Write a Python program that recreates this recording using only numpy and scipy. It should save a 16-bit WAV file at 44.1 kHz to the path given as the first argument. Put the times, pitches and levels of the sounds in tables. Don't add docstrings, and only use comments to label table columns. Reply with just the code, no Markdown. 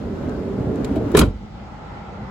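import sys
import numpy as np
from scipy import signal
from scipy.fft import rfft, irfft, next_fast_len
from scipy.io import wavfile
from scipy.ndimage import uniform_filter1d, map_coordinates

SR = 44100
rng = np.random.default_rng(int(sys.argv[2]) if len(sys.argv) > 2 else 0)


def waveform_to_disk(signal):
    frames = np.transpose(np.atleast_2d(signal))
    scaled = np.clip(frames, -1, 1) * 32767
    samples = np.round(scaled).astype(np.int16)
    wavfile.write(sys.argv[1], SR, samples)


def rack_gain(trim_db):
    fader = np.asarray(trim_db, float)
    return 10 ** (fader / 20)


N = 101430
T = np.arange(N) / SR

# t/s, rolling level/dB, scrape over the mean rolling level/dB
ROLL_PATH = [
    (0, -27.5, -1),
    (.14, -27.5, -1.5),
    (.27, -24.5, 1),
    (.4, -27, -0.5),
    (.6, -23.5, 0),
    (.72, -23, 0),
    (.88, -23.5, 4),
    (1.001, -22, 0.5),
    (1.11, -25, 3.5),
]
# f/Hz, level per Hz/dB
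TRACK_COLOUR = [(15, -34.5), (25, -24.5), (59, -5.5), (270, -4.5), (405, -6), (1160, -24.5), (5730, -48),
                (7510, -49), (16000, -58.5)]
# f/Hz, width/Hz, gain/dB
PANEL_MODES = [(67.7, 18.6, 6), (100.8, 25, 4.5), (217.6, 77, 5.5), (266, 21, 5.5), (410, 18, 10.5),
               (583, 63, 5), (1350, 480, 3)]
# f/Hz, width/Hz, gain/dB
WHINE_MODES = [(1280, 69, 17), (1526, 120, 13)]
# f/Hz, level per Hz/dB
HUM_COLOUR = [(15, -53.5), (25, -26.5), (49, 2.5), (97, -1.5), (206, -4.5), (270, -10), (775, -11),
              (4740, -35.5), (16000, -70)]
# f/Hz, width/Hz, gain/dB
HUM_MODES = [(207.6, 38, 5), (833, 160, 8.5), (1340, 200, 8.5), (2030, 180, 5.5)]
# t/s, peak level/dB, tilt per octave/dB, t60/s
CATCH_TICKS = [
    (.294, -45.5, -7.5, 0.032),
    (0.7579, -45.5, -3, 0.013),
    (0.8462, -30.5, -7, 0.031),
    (0.957, -46, 8.5, 0.08),
    (1.1046, -53, -9.5, .03),
    (1.117, -41.5, 0, .03),
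    (1.2574, -47, 7.5, .04),
]
# f/Hz, level/dB
CATCH_COLOUR = [(1200, -22), (2500, -9), (4000, -4), (5500, -8), (7400, 0), (9500, -4), (11500, -5),
                (15500, -10)]
# t/s, level/dB, ring f/Hz
JOINT_BUMPS = [
    (0.398, -15, 277),
    (0.604, -9.5, 110),
    (0.689, -22, 397),
    (0.8, -16.5, 272),
    (0.908, -7.5, 271),
    (.965, -6, 301),
    (1.058, -10.5, 292.5),
    (.96, -20, 640),
    (1.012, -21.5, 676),
    (1.04, -32, 600),
]
# t/s, clatter level/dB, tilt per octave/dB, t60/s
LATCH_STRIKES = [(.843, -36, -6, .05), (0.9556, -32, -8.5, .08), (1.140, -30.5, -9, .06),
                 (1.147, -13, -11, 0.08), (1.167, -16.5, 3.5, 0.036), (1.1716, -15, 2, 0.029),
                 (1.176, -16.5, -8.5, .06), (1.184, -22, -0.5, .05), (1.188, -15, 3, 0.06),
                 (1.2119, -12, -7.5, 0.042), (1.232, -27.5, -7.5, 0.2)]
# f/Hz, width/Hz, gain/dB
LATCH_MODES = [(664, 150, 10), (1004, 300, 13), (4540, 180, 4), (1390, 370, 12.5), (2306, 510, 10),
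               (3150, 500, 8.5), (3905, 600, 9.5), (7880, 400, 4.5), (9850, 1900, 10), (11740, 500, 3)]
# f/Hz, left-right likeness/1
LATCH_ALIKE = [(200, 1.0), (1000, 0.66), (4000, 0.09)]
# t/s, level/dB, ring f/Hz
SHELL_THUDS = [
    (1.139, -7.5, 362),
    (1.148, 0, 411),
    (1.1755, -1.5, 410),
    (1.177, -12, 153.5),
    (1.192, -8, 312),
    (1.213, -11.5, 410),
    (1.224, -8, 244),
]
# f/Hz, level/dB, t60/s
SHELL_MODES = [(121.6, -12, .35), (170, -5.5, 0.35), (199.9, -4, 0.28), (250, -12, 0.338), (319, -6, 0.27),
               (440, -13, 0.28), (489.5, -7.5, 0.23), (600, -7.5, 0.18), (733, -14, .18)]
# t/s, level/dB
SEAL_BOOMS = [
    (1.144, -25),
    (1.1955, -10),
    (1.2125, -4.5),
    (1.2295, -16.5),
]
# f/Hz, level/dB, t60/s
CABIN_MODES = [(58.4, 3.5, 0.15), (100, -11.5, .42)]
# t/s, level/dB, f/Hz, t60/s
FRAME_CLANGS = [(1.146, -16.5, 79.9, .12), (1.163, -16, 167, 0.11), (1.177, -15, 103, 0.061),
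                (1.232, -11, 76.2, .08), (1.272, -16, 112, 0.089), (1.302, -18, 78, .12),
                (1.146, -22.5, 1124, 0.037), (1.148, -21, 1420, 0.054), (1.149, -21, 1722, 0.052),
                (1.149, -24.5, 2220, 0.031), (1.149, -25.5, 3150, 0.033), (1.149, -31, 3700, .03),
                (1.149, -21.5, 710, 0.048), (1.169, -19, 7800, .025), (1.170, -22, 3925, .035),
                (1.172, -21, 1138, .05), (1.173, -22, 2306, .04), (1.185, -30, 3110, 0.038),
                (1.189, -24.5, 7260, 0.034), (1.193, -27, 2470, 0.031), (1.195, -27, 4090, .025),
                (1.196, -25, 1485, .03), (1.211, -18, 1380, .045), (1.217, -23, 4850, .04),
                (1.218, -19, 3160, 0.038), (1.237, -34, 1100, .03)]
# f/Hz, level/dB, t60/s
SWAY_MODES = [(49, -15, 0.61), (74.1, -13, 0.466)]
# f/Hz, left-right likeness/1
DOOR_ALIKE = [(60, 0.98), (240, 0.97), (950, 0.49), (3770, 0.13), (15000, -1.4)]
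# f/Hz, left-right likeness/1
STREET_ALIKE = [(60, 1), (240, 0.82), (950, 0.3), (3770, -0.12), (15000, -0.26)]
# f/Hz, left over right level/dB
DOOR_LEAN = [(100, -1.9), (350, -1), (800, 3), (2500, 1), (6000, -3.5)]

OPPOSED = np.array([[.5], [-.5]])
ROLL_END_S, ROLL_FADE_S, PAN_START_DB = 1.15, .12, -1.5
GRIT_PER_S, GRIT_SCATTER_DB, GRIT_SHARE = 1000, 3, 0.71
SCRAPE_HZ, PANEL_SHIFT, WANDER_PER_S = 930, .06, 7
WHINE_S, WHINE_WIDTH_S, WHINE_DB = 0.28, 0.09, -46
HUM_DB, HUM_PATCH_DB, HUM_WOBBLE_DB = -33.5, 1.2, .5
LULL_S, LULL_DB, SWELL_S = 1.46, -9.5, 0.34
TRAFFIC_LOW_HZ, TRAFFIC_HIGH_HZ = 360, 2720
TICK_DB = -2
BUMP_T60_S, BUMP_RISE_S = 0.073, 0.0034
STRIKE_DB, STRIKE_RISE_S, STRIKE_HOLD_S, STRIKE_SPAN = -7.5, .003, .004, SR // 4
RATTLE_DB, RATTLE_T60_S, RATTLE_TILT_DB = -8, 0.054, -4.5
THUD_T60_S, SHELL_DB, SHELL_BLUR_RAD = 0.058, -15, 2.74
BOOM_DB, SWAY_S = -5.0, 1.2
ONE_PORT_HZ, PORT_TURN_HZ, TOP_HZ = 6950, 4520, 15800


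def unit(x):
    return x / np.sqrt(np.mean(x ** 2) + 1e-20)


def noise(samples=N):
    return rng.standard_normal((2, samples))


def along(points, hz):
    f, value = np.transpose(points)
    return np.interp(np.log(hz + 1), np.log(f + 1), value)


def humps(modes, hz):
    return rack_gain(sum(db / (1 + (2 * (hz - centre) / width) ** 2) for centre, width, db in modes))


def wobble(rate):
    knots = rng.standard_normal(int(N * rate / SR) + 4)
    return map_coordinates(knots, [T * rate])


def filtered(x, response):
    size = next_fast_len(x.shape[-1] + 8192)
    hz = np.fft.rfftfreq(size, 1 / SR)
    return irfft(rfft(x, size) * response(hz), size)[..., :x.shape[-1]]


def spread(pair, gain, alike):
    def mid_side(hz):
        turn = np.arccos(np.clip(along(alike, hz), -1, 1)) / 2
        return gain(hz) * np.array([np.cos(turn), np.sin(turn)])
    mid, side = filtered(pair, mid_side)
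    return np.array([mid + side, mid - side])


def rings(events, modes, rise, side_db):
    out = np.zeros((2, N))
    for s, db in events:
        for hz, mode_db, t60 in modes:
            force, offset = rng.standard_normal(2)
            span = slice(int(s * SR) + 1, int((s + 2 * t60) * SR))
            t = T[span] - s
            phase = rack_gain(side_db) * offset * hz / 400 * np.array([[1], [-1]])
            decay = rack_gain(db + mode_db + 2 * force - 60 * t / t60)
            out[:, span] += decay * (1 - np.exp(-t / rise)) * np.sin(2 * np.pi * hz * t + phase)
    return out


def burst(s, rise, hold, t60):
    t = T - s
    return np.clip(t / rise, 0, 1) * rack_gain(-60 * np.clip(t - rise - hold, 0, 2) / t60)


def rolling():
    hit = rng.random((2, N)) < GRIT_PER_S / SR
    grit = unit(hit * noise() * rack_gain(GRIT_SCATTER_DB * rng.exponential(size=(2, N))))
    drive = GRIT_SHARE * filtered(grit, lambda hz: 1 / (1 + (hz / 700) ** 2)) + noise()

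    def panel(stretch):
        colour = lambda hz: rack_gain(along(TRACK_COLOUR, hz)) * humps(PANEL_MODES, hz * stretch)
        return spread(drive, colour, DOOR_ALIKE)

    load = .5 + .5 * np.tanh(2 * wobble(WANDER_PER_S))
    roll = unit(panel(1 + PANEL_SHIFT) * load + panel(1 - PANEL_SHIFT) * (1 - load))
    scrape = filtered(roll, lambda hz: 1 / (1 + (SCRAPE_HZ / (hz + 1)) ** 4))
    s, level_db, scrape_db = np.transpose(ROLL_PATH)
    body = (roll - scrape) * rack_gain(np.interp(T, s, level_db) + 0.75 * wobble(19.56))
    rub = scrape * rack_gain(level_db.mean() + np.interp(T, s, scrape_db) + 0.56 * wobble(29))
    pan_db = PAN_START_DB * np.clip(1 - T / ROLL_END_S, 0, 1) * OPPOSED
    fade_db = -60 * np.clip(T - ROLL_END_S, 0, 1) / ROLL_FADE_S
    return (body + rub) * rack_gain(pan_db + fade_db)


def hum():
    z = signal.stft(noise(), nperseg=512)[2]
    patches = uniform_filter1d(rng.standard_normal(z.shape[1:]), size=5, axis=0)
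    patches = unit(uniform_filter1d(patches, size=12, axis=1))
    pair = signal.istft(z * rack_gain(HUM_PATCH_DB * patches), nperseg=512)[1][:, :N]
    colour = lambda hz: rack_gain(along(HUM_COLOUR, hz)) * humps(HUM_MODES, hz)
    air = unit(spread(pair, colour, STREET_ALIKE))
    band = lambda hz: 1 / (1 + (TRAFFIC_LOW_HZ / (hz + 1)) ** 4) / (1 + (hz / TRAFFIC_HIGH_HZ) ** 4)
    traffic = filtered(air, band)
    lull_db = LULL_DB * np.exp(-np.clip(T - LULL_S, 0, None) / SWELL_S)
    return (air - traffic + traffic * rack_gain(lull_db)) * rack_gain(HUM_DB + HUM_WOBBLE_DB * wobble(8.42))


def roller_whine():
    sing = unit(spread(noise(), lambda hz: humps(WHINE_MODES, hz) - 1, DOOR_ALIKE))
    swell = np.exp(-((T - WHINE_S) / WHINE_WIDTH_S) ** 2 / 2)
    return sing * rack_gain(WHINE_DB + 2.9 * wobble(26.7)) * swell


def ticks():
    out = np.zeros((2, N))
    for s, db, tilt_db, t60 in CATCH_TICKS:
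        colour = lambda hz: rack_gain(along(CATCH_COLOUR, hz) + tilt_db * np.log2((hz + 500) / 8000))
        tone = unit(spread(noise(), colour, DOOR_ALIKE))
        out += tone * rack_gain(db + TICK_DB) * burst(s - .001, 0.0007, 0.0018, t60)
    return out


def track_bumps():
    out = np.zeros((2, N))
    for s, db, hz in JOINT_BUMPS:
        modes = [(hz, 0, BUMP_T60_S), (2.15 * hz, -24, BUMP_T60_S)]
        out += rings([(s, db)], modes, BUMP_RISE_S, -21.0)
    return out


def latch_clatter():
    out = np.zeros((2, N))
    for s, db, tilt_db, t60 in LATCH_STRIKES:
        span = slice(int(s * SR), int(s * SR) + STRIKE_SPAN)
        strike = (0, 0, burst(s, STRIKE_RISE_S, STRIKE_HOLD_S, t60))
        rattle = (RATTLE_DB, RATTLE_TILT_DB, burst(s, 0.016, 0.0074, RATTLE_T60_S))
        for extra_db, dull_db, shape in (strike, rattle):
            def colour(hz):
                tilt = rack_gain((tilt_db + dull_db) * np.log2((hz + 2000) / 3500))
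                return humps(LATCH_MODES, hz) * tilt * hz / (hz + 300) / (1 + (hz / 14000) ** 4)
            tone = spread(noise(STRIKE_SPAN), colour, LATCH_ALIKE)
            level = rack_gain(db + extra_db + STRIKE_DB + 1.5 * wobble(300)) * shape
            out[:, span] += level[span] * tone
    return out


def shell_thuds():
    out = np.zeros((2, N))
    for s, db, hz in SHELL_THUDS:
        out += rings([(s, db)], [(hz, 0, THUD_T60_S)], .003, -16)
    for hz, level_db, t60 in SHELL_MODES:
        shape = sum(rack_gain(db) * burst(s, 0.0027, 0, t60) for s, db, _ in SHELL_THUDS)
        side_blur = 0.62 * hz / 400 * np.array([wobble(30.08), wobble(30)])
        phase = 2 * np.pi * hz * T + SHELL_BLUR_RAD * wobble(45) + side_blur
        out += rack_gain(level_db + SHELL_DB + 2.1 * wobble(39.91)) * shape * np.sin(phase)
    return out


def cabin_boom():
    return rings(SEAL_BOOMS, CABIN_MODES, 0.0053, -31.5) * rack_gain(BOOM_DB)


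def frame_clangs():
    out = np.zeros((2, N))
    for s, db, hz, t60 in FRAME_CLANGS:
        out += rings([(s, db)], [(hz, 0, t60)], 0.0013, -27)
    return out


def door_sway():
    return rings([(SWAY_S, 0)], SWAY_MODES, .006, -32)


def scene():
    travel = rolling() + roller_whine() + ticks() + track_bumps()
    slam = latch_clatter() + shell_thuds() + cabin_boom() + frame_clangs() + door_sway()
    return filtered(travel + slam, lambda hz: rack_gain(along(DOOR_LEAN, hz) * OPPOSED)) + hum()


def band_limit(x):
    return signal.sosfilt(signal.butter(12, 16510, fs=SR, output="sos"), x)


def record(dry):
    upper = lambda hz: 1 / (1 + np.exp(np.clip((ONE_PORT_HZ - hz) / 350, -50, 50)))
    lead = lambda hz: np.exp(1j * np.pi * (hz - ONE_PORT_HZ) / PORT_TURN_HZ * np.array([[-1], [1]]))
    lows = filtered(dry, lambda hz: np.sqrt(1 - upper(hz)))
    treble = filtered(dry[[0, 0]], lambda hz: np.sqrt(upper(hz)) * lead(hz))
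    mix = lows + treble
    mix = mix / (1 + np.abs(mix / .95) ** 6) ** (1 / 6)
    mix = filtered(mix, lambda hz: np.where(hz < TOP_HZ, 1, rack_gain(-35)))
    return band_limit(mix)


dry = scene()
out = record(dry)
waveform_to_disk(out)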